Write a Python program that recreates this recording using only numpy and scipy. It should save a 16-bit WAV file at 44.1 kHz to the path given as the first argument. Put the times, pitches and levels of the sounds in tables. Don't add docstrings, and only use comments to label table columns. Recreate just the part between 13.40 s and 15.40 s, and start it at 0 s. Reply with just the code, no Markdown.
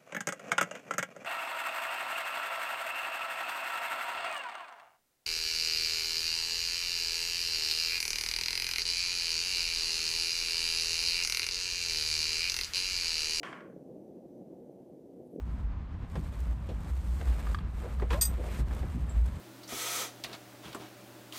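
import sys
import numpy as np
from scipy import signal
from scipy.fft import rfft, irfft, next_fast_len
from scipy.io import wavfile
from scipy.ndimage import map_coordinates

SR = 44100
rng = np.random.default_rng(int(sys.argv[2]) if len(sys.argv) > 2 else 0)


def log_audio(samples):
    frames = np.atleast_2d(samples).T
    limited = np.clip(frames, -1, 1)
    pcm = np.round(limited * 32767).astype(np.int16)
    wavfile.write(sys.argv[1], SR, pcm)


N = 88200


def amp(db):
    return 10 ** (np.asarray(db) / 20)


def unit_rms(x):
    return x / np.sqrt(np.mean(x ** 2) + 1e-20)


def at_hz(rows, hz):
    freqs, values = np.transpose(rows)
    return np.interp(np.log(hz + 1), np.log(freqs + 1), values)


def curve(rows):
    return np.interp(np.arange(N) / SR, *np.transpose(rows))


def wobble(rate):
    knots = rng.standard_normal(int(N * rate / SR) + 4)
    return map_coordinates(knots, [np.arange(N) * rate / SR])


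def filtered(x, response):
    size = next_fast_len(N + SR // 2)
    return irfft(rfft(x, size) * response(np.fft.rfftfreq(size, 1 / SR)), size)[..., :N]


def coloured_click(colour, size=4096):
    cepstrum = irfft(at_hz(colour, np.fft.rfftfreq(size, 1 / SR)) * np.log(10) / 20, size)
    cepstrum[1:size // 2] *= 2
    cepstrum[size // 2 + 1:] = 0
    click = irfft(np.exp(rfft(cepstrum)), size)[:size // 2]
    return click / np.abs(click).max()


# time in seconds, level in dB.
FLAME_LEVEL = [(0, -48), (.2, -52.5), (.33, -50), (.38, -49.5), (.64, -49), (.8, -51), (.99, -50.5),
               (1.02, -47), (1.045, -53.5), (1.12, -48), (1.15, -51.5), (1.3, -50), (1.4, -50.5),
               (1.46, -53), (1.72, -51.5), (1.81, -49.5), (1.85, -54.5), (1.92, -51)]
# frequency in Hz, relative level in dB.
FLAME_COLOUR = [(20, -41.5), (60, -19.5), (105, -15), (140, -5), (165, -3.5), (187, 0), (215, -4),
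                (250, 1.5), (280, -1.5), (330, 0.5), (430, -4), (500, -3.5), (640, -9.5), (820, -20.5),
                (1000, -33), (1300, -46.5), (3500, -56.5), (6000, -104)]
# time in seconds, gain above EDGE_HZ in dB.
FLAME_EDGE = [(0, 3), (.45, 0), (1.05, 0), (1.13, 3), (1.2, 1), (1.47, 3), (1.6, 0), (1.9, 0), (1.94, -3)]
# time in seconds, size in dB over a typical puff,
# push (+1) or pull (-1), upper cutoff in Hz.
SPUTTER_PUFFS = [(.365, 17.5, 1, 935), (.565, 14, -1, 1010), (1.02, 10, 1, 900), (1.106, 15.5, 1, 710),
                 (1.297, 15.5, -1, 1230), (1.733, 8, 1, 890), (1.803, 10, 1, 790), (1.936, 19, 1, 605),
                 (1.9405, 21.5, 1, 580), (1.952, 13, -1, 594), (1.958, 10, 1, 610), (1.962, 26, 1, 610),
                 (1.9745, -2, 1, 600), (1.986, 22.5, 1, 610), (1.9905, 24, 1, 625), (1.9997, 23.5, -1, 444)]
PUFFS_PER_S, PUFF_SPREAD_DB, FLUTTER_DB = 800, 2.4, 1
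EDGE_HZ, SPUTTER_LOW_HZ = 640, 166


def flame():
    chance, size, side = rng.random((3, N))
    puff_gain = amp(-PUFF_SPREAD_DB * np.log(size + 0.0027))
    puffs = (chance < PUFFS_PER_S / SR) * puff_gain * np.sign(side - .5)
    typical_puff = np.sqrt(np.mean(puffs[puffs != 0] ** 2))
    rush = puffs + np.std(puffs) * rng.standard_normal(N)
    colour = lambda hz: amp(at_hz(FLAME_COLOUR, hz))
    level_db = curve(FLAME_LEVEL)
    roar = filtered(rush * amp(level_db + FLUTTER_DB * wobble(rate=14.25)), colour)
    edge = filtered(roar, lambda hz: 1 / (1 + (EDGE_HZ / (hz + 1)) ** 8))
    out = roar + (amp(curve(FLAME_EDGE)) - 1) * edge
    low_cut = lambda hz: 1 / (1 + (SPUTTER_LOW_HZ / (hz + 1)) ** 2)
    for start, db, sign, top_hz in SPUTTER_PUFFS:
        sputter = np.zeros(N)
        sputter[round(start * SR)] = np.sign(sign) * typical_puff * amp(db + np.median(level_db))
        out += filtered(sputter, lambda hz: colour(hz) * low_cut(hz) / (1 + (hz / top_hz) ** 8))
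    return out / np.std(filtered(rush, colour))


# time in seconds, level in dB.
JET_LEVEL = [(0.3, -93), (0.53, -96), (0.684, -92.5), (0.852, -99), (0.948, -90), (1.084, -98),
             (1.838, -99), (1.906, -108), (1.93, -93)]
JET_HZ, JET_WIDTH_HZ = 6040, 250


def gas_jet():
    band = filtered(rng.standard_normal(N), lambda hz: np.exp(-((hz - JET_HZ) / JET_WIDTH_HZ) ** 2 / 2))
    return amp(curve(JET_LEVEL)) * unit_rms(band)


# start in seconds, level in dB,
# impulse into the room in dB over that level, treble loss in dB.
CONTACTS = [(.0319, -29, 8, 1.5), (0.1281, -33.5, 4, 11), (0.2067, -44.5, 2.5, 13)]
# frequency in Hz, relative level in dB.
CONTACT_COLOUR = [(200, -48), (550, -10.5), (660, -5), (880, -7), (1100, 3), (1250, -4), (1500, 0.4),
                  (1900, -4.5), (2250, -4.5), (2600, -9.5), (3200, -8.5), (3600, -19.5), (5000, -21.5),
                  (6200, -25.5), (8000, -28.5), (12000, -37.5), (14000, -46), (15400, -65)]
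# delay in seconds, relative level in dB, push (+1) or pull (-1).
CONTACT_EARLY_REFLECTIONS = [(0, 0, 1), (.0011, -4, 1), (.0017, -7, 1), (.0025, -3, 1), (.003, -5, 1),
                             (.0052, -9, 1), (.0068, -5, 1)]
# pitch in Hz, level in dB relative to the knock, t60 in seconds.
OBJECT_MODES = [(660, -13, 0.043), (1108, -21.5, 0.48), (1408, -24, .35), (2970, -19.5, 0.027)]
SCRAPE_DB, SCRAPE_T60_S, DULL_HZ = -14, 0.003, 4000


def dropped_object():
    out, body = np.zeros(N), coloured_click(CONTACT_COLOUR)
    click_t, ring_t = np.arange(SR // 200) / SR, np.arange(SR // 2) / SR
    for start, db, room_db, dull_db in CONTACTS:
        early, blow = np.zeros((2, N))
        for delay, click_db, sign in CONTACT_EARLY_REFLECTIONS:
            click = amp(SCRAPE_DB - 60 * click_t / SCRAPE_T60_S) * rng.standard_normal(len(click_t))
            click[0] = np.sign(sign)
            early[round((start + delay) * SR):][:len(click_t)] += amp(db + click_db) * click
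        blow[round(start * SR)] = amp(db + room_db)
        knock = early + kitchen_reverb(blow)
        lows = signal.lfilter(*signal.butter(2, DULL_HZ, fs=SR), knock)
        out += signal.fftconvolve(lows + amp(-dull_db) * (knock - lows), body)[:N]
        for hz, mode_db, t60 in OBJECT_MODES:
            ring = amp(db + mode_db - 60 * ring_t / t60) * np.sin(2 * np.pi * hz * ring_t)
            out[round(start * SR):][:len(ring_t)] += ring
    return out


# frequency in Hz, t60 of the early decay in seconds.
KITCHEN_DECAY = [(300, 0.26), (1300, 1), (3500, 0.4), (9000, 1), (14000, 0.4)]
ROOM_DELAY_S, ROOM_RISE_S, ROOM_BEND_S = 0.0019, 0.0063, 0.28


def kitchen_reverb(x):
    hz, t, spectrum = signal.stft(rng.standard_normal(SR), SR, nperseg=256)
    decay_db = -60 * t / at_hz(KITCHEN_DECAY, hz)[:, None] - 20 * (t / ROOM_BEND_S) ** 2
    tail = signal.istft(spectrum * amp(decay_db), SR, nperseg=256)[1]
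    tail *= 1 - np.exp(-np.arange(len(tail)) / SR / ROOM_RISE_S)
    tail = np.pad(tail, (round(ROOM_DELAY_S * SR), 0))
    return signal.fftconvolve(x, tail / np.linalg.norm(tail))[:N]


# start in seconds, level in dB, pitch in Hz, t60 in seconds.
DRY_TICKS = [(1.8374, -70, 9800, .0015), (1.8634, -67, 10800, .003), (1.8744, -56, 8800, .0012),
             (1.9106, -68, 11600, .005), (1.9236, -68, 8500, .0015), (1.9292, -66, 11500, .004),
             (1.9514, -66, 8500, .0015), (1.955, -62, 11000, .0025)]
RUSTLE_DB, RUSTLE_S, RUSTLE_HZ, RUSTLE_WIDTH_HZ = -92, .015, 10800, 2500


def ticks():
    out, rustle_envelope = np.zeros((2, N))
    t = np.arange(SR // 50) / SR
    attack = 1 - np.exp(-t / 0.000069)
    rustle = filtered(rng.standard_normal(N),
                      lambda hz: np.exp(-((hz - RUSTLE_HZ) / RUSTLE_WIDTH_HZ) ** 2))
    for start, db, hz, t60 in DRY_TICKS:
        out[round(start * SR):][:len(t)] += amp(db - 60 * t / t60) * np.sin(2 * np.pi * hz * t) * attack
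        rustle_envelope += np.exp(-((np.arange(N) / SR - start) / RUSTLE_S) ** 2)
    return out + amp(RUSTLE_DB) * rustle_envelope * unit_rms(rustle)


def scene():
    return (flame() + dropped_object() + ticks() + gas_jet())[None]


# frequency in Hz, relative level in dB.
MIC_HISS_COLOUR = [(300, -1.5), (1200, 2.5), (2500, -1), (5000, -2), (9000, -2), (13000, -1.5), (15400, -3)]
HISS_DB, TOP_HZ = -82, 15520


def record(dry):
    hiss = filtered(rng.standard_normal(N), lambda hz: amp(at_hz(MIC_HISS_COLOUR, hz)) * (hz < TOP_HZ))
    return filtered(dry + amp(HISS_DB) * unit_rms(hiss), lambda hz: hz < TOP_HZ)


dry = scene()
out = record(dry)
log_audio(out)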